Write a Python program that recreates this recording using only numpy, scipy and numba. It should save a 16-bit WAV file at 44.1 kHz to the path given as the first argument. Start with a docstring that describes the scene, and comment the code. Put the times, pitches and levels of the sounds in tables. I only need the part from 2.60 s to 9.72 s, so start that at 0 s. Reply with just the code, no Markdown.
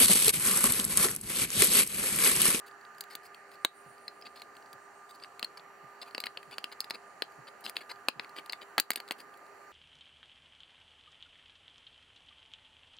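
"""Hands bend the cut tabs of a thin metal can with a steel tool, left of a small camera on a workbench.
A fan whines and insects throb far off throughout, over the air of the room; faint tab snaps and scrapes
begin at once and a hard crack with a tool knock comes at 1.05 s. Palm bumps on the bench run from 1.26 to
5.56 s; snaps crowd from 2.6 s, peak again at 5.5 and 6.2 s and end near 6.9 s. Slips drive damped can modes
and a dry noise crack; the camera's limiter ducks the room after the loudest snaps."""
import sys
import numpy as np
from scipy import signal
from scipy.fft import rfft, irfft
from scipy.io import wavfile
from scipy.ndimage import uniform_filter1d, minimum_filter1d
from numba import njit

SR = 44100
rng = np.random.default_rng(int(sys.argv[2]) if len(sys.argv) > 2 else 0)


def unload_audio(sound):
    """Save the sound as a 16-bit wav file, at the path given as the first command line argument."""
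    columns = np.transpose(np.atleast_2d(sound))
    # keep every value between -1 and 1, then stretch to whole-number steps
    steps = np.round(np.clip(columns, -1, 1) * 32767)
    wavfile.write(sys.argv[1], SR, steps.astype(np.int16))


N = 313992
LEAD_SAMPLES = 128  # faint rise of the zero-phase filter kept before each touch, faded in
TOUCH_RING_HZ = 4817  # strongest ring under scrapes and knocks


def undb(db):
    """Decibels to gain."""
    return 10 ** (np.asarray(db) / 20)


def level(x, db):
    """Scale to an rms level."""
    return x * undb(db) / np.sqrt(np.mean(x ** 2))


def peak(x, n):
    """Peak of x; n is unused."""
    return np.abs(x).max()


def drive_rms(x, n):
    """Spread of x over the n samples of the push."""
    return np.std(x[:n])


def walk(rate_hz):
    """Random levels held 1 / rate_hz seconds and slewed twice; spread near 1."""
    k = int(SR / rate_hz)
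    steps = np.repeat(rng.standard_normal(N // k + 1), k)
    return 1.3 * uniform_filter1d(uniform_filter1d(steps, k), k)[:N]


def band(hz, width_hz, channels=1):
    """Noise in one resonance, rms 1."""
    b, a = signal.iirpeak(hz, hz / width_hz, SR)
    return level(signal.lfilter(b, a, rng.standard_normal((channels, N))), 0)


def add(out, x, s):
    """Mix x into out at s seconds."""
    i = int(s * SR)
    out[:, i:i + x.shape[1]] += x[:, :N - i]


def parts(db, lean_db, bright_db, body_db):
    """Levels of body, wall, rim, tab and edge from the strength, place and brightness of a touch."""
    # the edge thins faster than the tab as a touch dulls
    edge_db = 0.7 + 0.2 * bright_db
    wall_db = min(-lean_db, 0)
    rim_db = min(lean_db, 0)
    body_db = body_db + 0.75 * wall_db  # the body trails the wall
    return db + np.array([body_db, wall_db, rim_db, bright_db - edge_db, bright_db + edge_db])


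def can(push, part_db, ring_hz, measure, free=1):
    """The push cracks and rings every part of the can; each touch point favours other modes."""
    # Modes by part (body, wall, rim, tab, edge). Each row: nominal frequency in Hz, relative level in dB,
    # nominal t60 in seconds.
    can_modes = [
        [(353, -2, 0.0074), (544, 2, 0.009)],
        [(1830, -18.5, 0.017), (2254, -6.5, 0.016), (2701, -1.5, 0.0083)],
        [(3833, -20, 0.023), (4187, 3.5, 0.011), (4557, 3.5, 0.0093), (4923, -10.5, 0.013)],
        [(7570, -1, 0.015), (8970, 7, 0.022)],
        [(12300, -6.5, 0.023)],
    ]
    # Band of each part. Each row: low edge in Hz, high edge in Hz.
    spans_hz = [(190, 1600), (1450, 3500), (3300, 5080), (5900, 10800), (10500, 16500)]
    # One value per part: left minus right in dB.
    pans_db = [0.5, 2.4, 2.5, 2.2, 3.5]
    # One value per part: level of the modes against the dry crack in dB.
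    rings_db = [-37.5, -26.5, -19, -36.5, -20.5]
    # One value per part: decay time constant of the crack in ms.
    cracks_ms = [4.1, 1.6, 0.58, 2.7, 3.4]
    favoured_db, others_db = 8, 4  # gain of the mode nearest ring_hz; how far its neighbours sink
    twin_hz, twin_share = 170, 0.62  # spread and strength of each mode's twin in the dented sheet

    t, out = np.arange(1280) / SR, 0
    opposed = np.array([1, -1])
    for k, modes in enumerate(can_modes):
        hz, gain_db, t60 = np.transpose(modes)
        luck = rng.standard_normal((5, len(hz)))
        near = np.exp(-(np.log(hz / ring_hz) / .045) ** 2)
        # bending detunes the sheet
        hz = hz * (ring_hz / hz) ** near * (1 + 0.027 * luck[0] * (1 - near))
        other_db = gain_db - others_db * near.max() + 3.3 * luck[1]
        size = undb(rings_db[k] + favoured_db * near + other_db * (1 - near))
        phase = (np.pi * luck[2] + 0.059 * np.outer(opposed, luck[3]))[:, :, None]
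        decay = np.exp(-np.log(1000) * t / (free * t60[:, None]))
        mode = np.sin(2 * np.pi * hz[:, None] * t + phase)
        twin = np.sin(2 * np.pi * (hz + twin_hz * luck[4])[:, None] * t - phase)
        ring = np.einsum("m,cmt->ct", size, decay * (mode + twin_share * twin))
        # countless damped modes of the hand-held sheet blur into a dry crack
        both, apart = rng.standard_normal((2, len(t))) * np.exp(-1000 * t / cracks_ms[k])
        crack = 0.11 * (both + 0.56 * np.outer(opposed, apart))
        crack[:, 0] = -1
        part_band = signal.butter(3, spans_hz[k], "band", fs=SR, output="sos")
        struck = signal.fftconvolve(np.pad(push, (LEAD_SAMPLES, 0))[None], ring + crack)
        part = signal.sosfiltfilt(part_band, struck)
        # body, wall and rim reach the right port a sample later
        part[1] = np.roll(part[1], int(k < 3))
        part[:, :LEAD_SAMPLES] *= np.hanning(2 * LEAD_SAMPLES)[:LEAD_SAMPLES]
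        pan_db = pans_db[k] * np.array([[.5], [-.5]])
        size_now = measure(part.mean(axis=0)[LEAD_SAMPLES:], len(push))
        out = out + part * undb(part_db[k] + pan_db) / size_now
    return out


def snaps():
    """A tab lets go: a sharp tick, then a chatter of smaller slips; slow slips leave the sheet freer to ring."""
    # Each row: start in seconds, peak of the stronger of wall and rim in dB, strongest ring in Hz,
    # rim over wall in dB, brightness (treble over that peak) in dB.
    snap_rows = [(0.112, -54, 4800, 0, -9), (0.212, -52, 4800, -3, -9), (0.251, -49.5, 4740, 0, -16),
                 (0.349, -56.5, 4420, 2, -3), (0.383, -49, 4870, -3, -1.5), (0.4086, -32.5, 4820, 8, 6),
                 (0.439, -45.5, 4360, 1, 0), (0.5529, -30.5, 4760, 1, -0.5), (0.655, -51, 2220, -14, -4),
                 (0.746, -40, 3714, -5, -10.5), (0.9165, -53, 4870, 0, -2), (0.955, -52.5, 4400, 8, -8),
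                 (1.0488, -7, 3870, 6, -9), (1.3815, -55, 4870, 5, -3), (1.4807, -29, 4980, 9.5, -18),
                 (1.613, -50.5, 4900, 6, -2.5), (1.6231, -42.5, 4930, 2, -21), (1.658, -52, 4870, 3, -15),
                 (1.6677, -38, 4740, -9, -23), (1.7733, -45, 4840, 11, -17), (1.8192, -36.5, 2650, -2, -9),
                 (1.9526, -53, 4840, -2, -9), (1.9676, -45.5, 2560, -4.5, -8.5), (2.025, -55, 4740, 0, -7),
                 (2.06, -56, 4420, 4, -7), (2.1305, -44, 4700, 8, -2), (2.6, -53.5, 4900, 0, -9),
                 (2.637, -35, 4870, 7, -17), (2.6458, -37.5, 2750, -10, -22), (2.7948, -35, 4700, 0.5, -2),
                 (2.8283, -23.5, 4750, 0.5, -13), (2.8461, -25, 4250, 7.5, -9), (2.9958, -47, 2640, 1, -20),
                 (3.5098, -48, 4840, 5, -12), (3.5485, -26.5, 4800, -1, -18.5),
                 (3.5803, -27, 4750, 0.5, -14), (3.6028, -30, 4800, 6, -4.5), (3.639, -24.5, 2180, -5, -17),
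                 (3.6683, -25.5, 3940, -4, -23), (3.7732, -27.5, 2510, -7, -22),
                 (3.83, -41.5, 2770, -11, -12), (3.9116, -44.5, 4840, -4, -7),
                 (3.983, -26.5, 4800, 2, -9.5), (4.0422, -24, 4930, -2.5, -13.5),
                 (4.205, -19.5, 4950, 20.5, -6.5), (4.2131, -38, 4900, 3, -4),
                 (4.2436, -35, 4880, 2.5, -10.5), (4.3, -34, 4890, 15, -5.5), (4.3077, -23.5, 2690, 1, -12),
                 (4.622, -19.5, 4030, 0.5, -14), (4.6392, -49, 4660, 8, -6), (4.7215, -57, 4840, -2, -1),
                 (5.008, -56.5, 1780, -6, 4), (5.064, -27, 2760, -2, -17), (5.0966, -34, 4930, -1, 3),
                 (5.1676, -21.5, 2660, 1, -15), (5.235, -54, 4840, -3, -12), (5.3138, -42, 4450, 12, -13),
                 (5.359, -52.5, 4400, 2, -12), (5.4855, -11, 4200, 2, -9.5), (5.5967, -22.5, 2620, -5, -26),
                 (5.6463, -38.5, 2370, -7, -17), (5.694, -49, 4840, 4, -6), (5.7866, -30.5, 2730, -5, -21),
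                 (5.861, -43, 4900, 4, -6), (5.8966, -28.5, 4840, 4.5, -18), (5.9241, -31, 4830, 12, -5),
                 (5.9324, -25, 4470, 1.5, -16.5), (6.1813, -7.5, 2860, -4.5, -10),
                 (6.1993, -8, 4560, 5.5, -1.5), (6.3054, -15.5, 4430, -4, 1.5), (6.3168, -24, 4900, 5, -10),
                 (6.334, -31, 4810, -5, -3), (6.359, -22, 4330, 1.5, -2.5), (6.4021, -31, 4450, -2, -10),
                 (6.479, -44, 4470, 1, -6), (6.4875, -39, 4470, 8, -7), (6.5098, -20, 2617, -7.5, -12),
                 (6.521, -30.5, 2830, -3, -3), (6.7408, -51.5, 4440, -6, -11), (6.774, -62, 4400, 0, 8),
                 (6.866, -55.5, 4380, -2, -10)]
    hard_db, hard_slip_ms, slip_ms_per_db = -20, 1.02, 0.01  # weaker snaps slip more slowly
    out, t_ms = np.zeros((2, N)), np.arange(512) / SR * 1000
    for s, db, ring_hz, lean_db, bright_db in snap_rows:
        slip_ms = max(hard_slip_ms - slip_ms_per_db * (db - hard_db), .2)
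        slip_ms = slip_ms * undb(0.5 * rng.standard_normal())
        push = 0.05 * rng.laplace(size=len(t_ms)) * np.exp(-t_ms / slip_ms) * slip_ms ** 2
        push[0] = 1
        part_db = parts(db, lean_db, bright_db, body_db=-11)
        snap = can(push, part_db, ring_hz, peak, free=np.clip(slip_ms, .4, 2))
        add(out, snap, s - LEAD_SAMPLES / SR)
    return out


def scrapes():
    """The tool drags along a burred edge: dense uneven slips."""
    # Each row: start in seconds, length of the drag in ms, rms of the stronger of wall and rim in dB,
    # rim over wall in dB, brightness (treble over that level) in dB.
    scrape_rows = [(0.059, 34, -62.5, 3, -4), (0.498, 46, -57.5, 2, -9), (0.628, 48, -63, 14, -6),
                   (0.909, 42, -67.5, 1, -6), (1.649, 29, -53, 5, -20), (1.75, 61, -60, 5, -12),
                   (2.489, 27, -60.5, 9, -8), (2.54, 24, -63, 15, -8), (2.619, 12, -56, 4, -22),
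                   (2.831, 21, -57, -13, -11), (2.972, 10.3, -49.5, 6, -15.5), (3.413, 21, -46.5, 7, -17.5),
                   (3.456, 39, -62.5, -2, -11), (3.605, 22, -57, 13, -10), (3.655, 18.5, -47, 2.5, -9.5),
                   (3.914, 33, -53.5, -1, -16), (4.115, 21.5, -51.5, 3, -14),
                   (4.335, 24.3, -49, 2.5, -18.5), (4.869, 22.6, -55.5, 1, -17),
                   (5.038, 21.5, -46.5, 9, -12), (5.069, 26, -53.5, 2, -9), (5.153, 49, -56, -3, -12),
                   (5.206, 20.7, -52, -4, -16.5), (5.292, 31, -48.5, 0, -15.5), (5.601, 51, -63.5, -8, -15),
                   (5.756, 47, -53, -3, -13), (6.011, 24, -53.5, -2.5, -17), (6.183, 13, -31, -3, -20),
                   (6.367, 17.4, -49.5, 0.5, -9), (6.51, 10.3, -49, 1, -11), (6.579, 42, -58, 1.5, -9)]
    out = np.zeros((2, N))
    for s, ms, db, lean_db, bright_db in scrape_rows:
        n = int(ms * SR / 1000)
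        slips = rng.standard_normal(n) * undb(2.8 * rng.exponential(size=n))
        grip = undb(4.0 * np.repeat(rng.standard_normal(n // 128 + 1), 128)[:n])
        push = slips * grip * signal.windows.tukey(n, .3)
        part_db = parts(db, lean_db, bright_db, body_db=-2.5)
        add(out, can(push, part_db, TOUCH_RING_HZ, drive_rms), s - LEAD_SAMPLES / SR)
    return out


def knocks():
    """A blunt touch of the tool that shakes mostly the body of the can."""
    # Each row: start in seconds, peak of the body in dB.
    knock_rows = [(1.0489, -18), (2.8277, -35), (3.5801, -33), (3.983, -33), (4.3076, -34), (4.622, -29),
                  (5.4854, -17), (6.1804, -13), (6.3054, -21), (6.5099, -29)]
    # Body, wall, rim, tab, edge: level against the body in dB.
    knock_parts_db = [0, -12, -20, -30, -30]
    out = np.zeros((2, N))
    for s, db in knock_rows:
        knock = can(np.ones(1), db + np.array(knock_parts_db), TOUCH_RING_HZ, peak)
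        add(out, knock, s - LEAD_SAMPLES / SR)
    return out


def bumps():
    """A soft rough thud of the palm on the bench whose pitch sags as the palm settles."""
    # Each row: start in seconds, level in dB.
    bump_rows = [(1.257, -58), (2.129, -61.5), (3.23, -56), (3.872, -60), (4.778, -53), (5.556, -54)]
    out, t = np.zeros((2, N)), np.arange(4096) / SR
    hz = 120 + 110 * np.exp(-t / 0.011)
    shape = (t / .012) * np.exp(1 - t / .012)
    bench_band = signal.butter(2, [90, 450], "band", fs=SR, output="sos")
    for s, db in bump_rows:
        bench = signal.sosfilt(bench_band, rng.standard_normal((2, len(t))))
        thud = np.sin(2 * np.pi * np.cumsum(hz) / SR) + level(bench, -5)
        add(out, undb(db) * shape * thud * undb([[-1.5], [1.5]]), s)
    return out


def insects():
    """A hiss of wing strokes that throbs and wanders in pitch: low noise shifted up to a moving centre."""
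    # Each row: time in seconds, level before the throb in dB, band centre in Hz.
    insect_rows = [(0, -80, 9040), (1.049, -73.5, 8800), (1.15, -65, 9070), (1.5, -71, 9300),
                   (1.7, -77, 8900), (2.699, -73, 8400), (2.852, -106, 8500), (3.298, -79, 8700),
                   (3.5, -75, 9100), (5.2, -78, 9280), (5.698, -80, 9030), (7.12, -80, 9150)]
    throb_hz, throb_start_turns, throb_depth = 7.55, .34, .5
    s, db, hz = np.transpose(insect_rows)
    t = np.arange(N) / SR
    throb = 1 + throb_depth * np.sin(2 * np.pi * (throb_hz * t + throb_start_turns))
    centre = 2 * np.pi * np.cumsum(np.interp(t, s, hz)) / SR
    hiss = signal.sosfilt(signal.butter(2, 450, fs=SR, output="sos"), rng.standard_normal((2, N)))
    return level(hiss * np.sin(centre), 0) * throb * undb(np.interp(t, s, db))


def fan():
    """Blade tones, a steady core in a wavering skirt, louder on the right."""
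    # Each row: frequency in Hz, nominal level in dB, skirt width in Hz.
    tone_rows = [(400.8, -65.5, 24), (710.6, -68.5, 19), (805, -67.5, 37), (1204.5, -58.5, 19),
                 (5760, -82, 34), (7500, -83, 58)]
    turn = 2 * np.pi * np.cumsum(1 + 0.001019 * walk(3)) / SR
    tones = 0
    for hz, db, width_hz in tone_rows:
        core = 1.045 * np.sin(hz * turn)
        skirt = 0.48 * band(hz, width_hz) + 0.25 * band(hz, width_hz, channels=2)
        tones = tones + undb(db) * (core + skirt)
    return tones * undb([[-1.8], [1.8]])


def room():
    """Air from the fan and distant bustle: half-octave-spaced bands that swell together and flicker alone."""
    # Each row: frequency in Hz, relative spectral level in dB.
    spectrum_rows = [(25, -35.5), (127, -18.5), (285, -15), (600, -10), (1000, -10), (1800, -8.5),
                     (2200, -19.5), (2900, -22.5), (3500, -36.5), (4500, -23), (5200, -35.5), (7200, -27),
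                     (8000, -34.5), (16000, -38)]
    # Each row: frequency in Hz, left-right likeness from 0 to 1.
    like_rows = [(60, 0.18), (1300, 0.7), (3000, 0.32), (15000, 0.29)]
    # Each row: frequency in Hz, left minus right in dB.
    pan_rows = [(100, -0.8), (700, 0.5), (1300, -3.5), (2400, -5), (4400, 0.5)]
    log_f = np.log(np.arange(N // 2 + 1) * SR / N + 1)

    def curve(rows):
        """Interpolate a table over log frequency."""
        hz, value = np.transpose(rows)
        return np.interp(log_f, np.log(hz), value)

    like, pan_db = np.clip(curve(like_rows), 0, 1), curve(pan_rows)
    mid, side = rfft(rng.standard_normal((2, N)))
    pair = np.sqrt(1 + like) * mid + np.sqrt(1 - like) * side * np.array([[1], [-1]])
    pair = pair * undb(curve(spectrum_rows) + np.array([pan_db, -pan_db]) / 2)
    out, swell = 0, walk(0.32)
    half_octave = np.log(2) / 2
    for centre in np.log(25) + half_octave * np.arange(20):
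        share = np.clip(1 - np.abs(log_f - centre) / half_octave, 0, 1)
        out = out + irfft(pair * share, N) * undb(swell / 2 + 1.6 * walk(3.677))
    return level(out, -55.5)


def workshop_echo(metal):
    """Echo of the workshop: decaying dulled noise, silent for the first 3 ms."""
    echo_db, t60_s, dull_hz = -20, 0.12, 6400
    t = np.arange(int(.3 * SR)) / SR
    tail = rng.standard_normal((2, len(t))) * np.exp(-np.log(1000) * t / t60_s) * (t > .003)
    tail = signal.sosfilt(signal.butter(1, dull_hz, fs=SR, output="sos"), tail)
    tail = tail / np.sqrt(np.sum(tail ** 2) / 2)
    return undb(echo_db) * signal.fftconvolve(metal, tail, axes=1)[:, :N]


def scene():
    """The can with the echo of the workshop, over bumps and the steady sounds."""
    # the can sounds little below 130 Hz
    thin = signal.butter(2, 130, "high", fs=SR, output="sos")
    metal = signal.sosfilt(thin, snaps() + scrapes() + knocks())
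    return metal + workshop_echo(metal) + bumps() + insects() + fan() + room()


@njit
def follow(x, keep):
    """Peak follower: jumps up, sinks slowly."""
    e, out = 0., np.empty(len(x))
    for i in range(len(x)):
        e = max(x[i], e * keep)
        out[i] = e
    return out


def record(dry):
    """The microphone drops the bass; a limiter on the short-term level lags the attack and holds; then the cut-off."""
    limit_db, hold_s, release_s, ratio = -36, 0.028, 0.062, 1.63
    smooth_s, top_hz = 0.012, 15700
    dry = signal.sosfilt(signal.butter(1, 40, "high", fs=SR, output="sos"), dry)
    share = 1 / (smooth_s * SR)
    power = signal.lfilter([share], [1, share - 1], np.mean(dry ** 2, axis=0))
    hold = int(hold_s * SR)
    # highest power over the hold time just past
    held = -minimum_filter1d(-power, hold, origin=(hold - 1) // 2)
    heard = follow(np.sqrt(held), np.exp(-1 / (release_s * SR)))
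    gain = np.minimum(undb(limit_db) / (heard + 1e-9), 1) ** (1 - 1 / ratio)
    return signal.sosfilt(signal.ellip(7, .3, 70, top_hz, fs=SR, output="sos"), dry * gain)


dry = scene()
out = record(dry)
unload_audio(out)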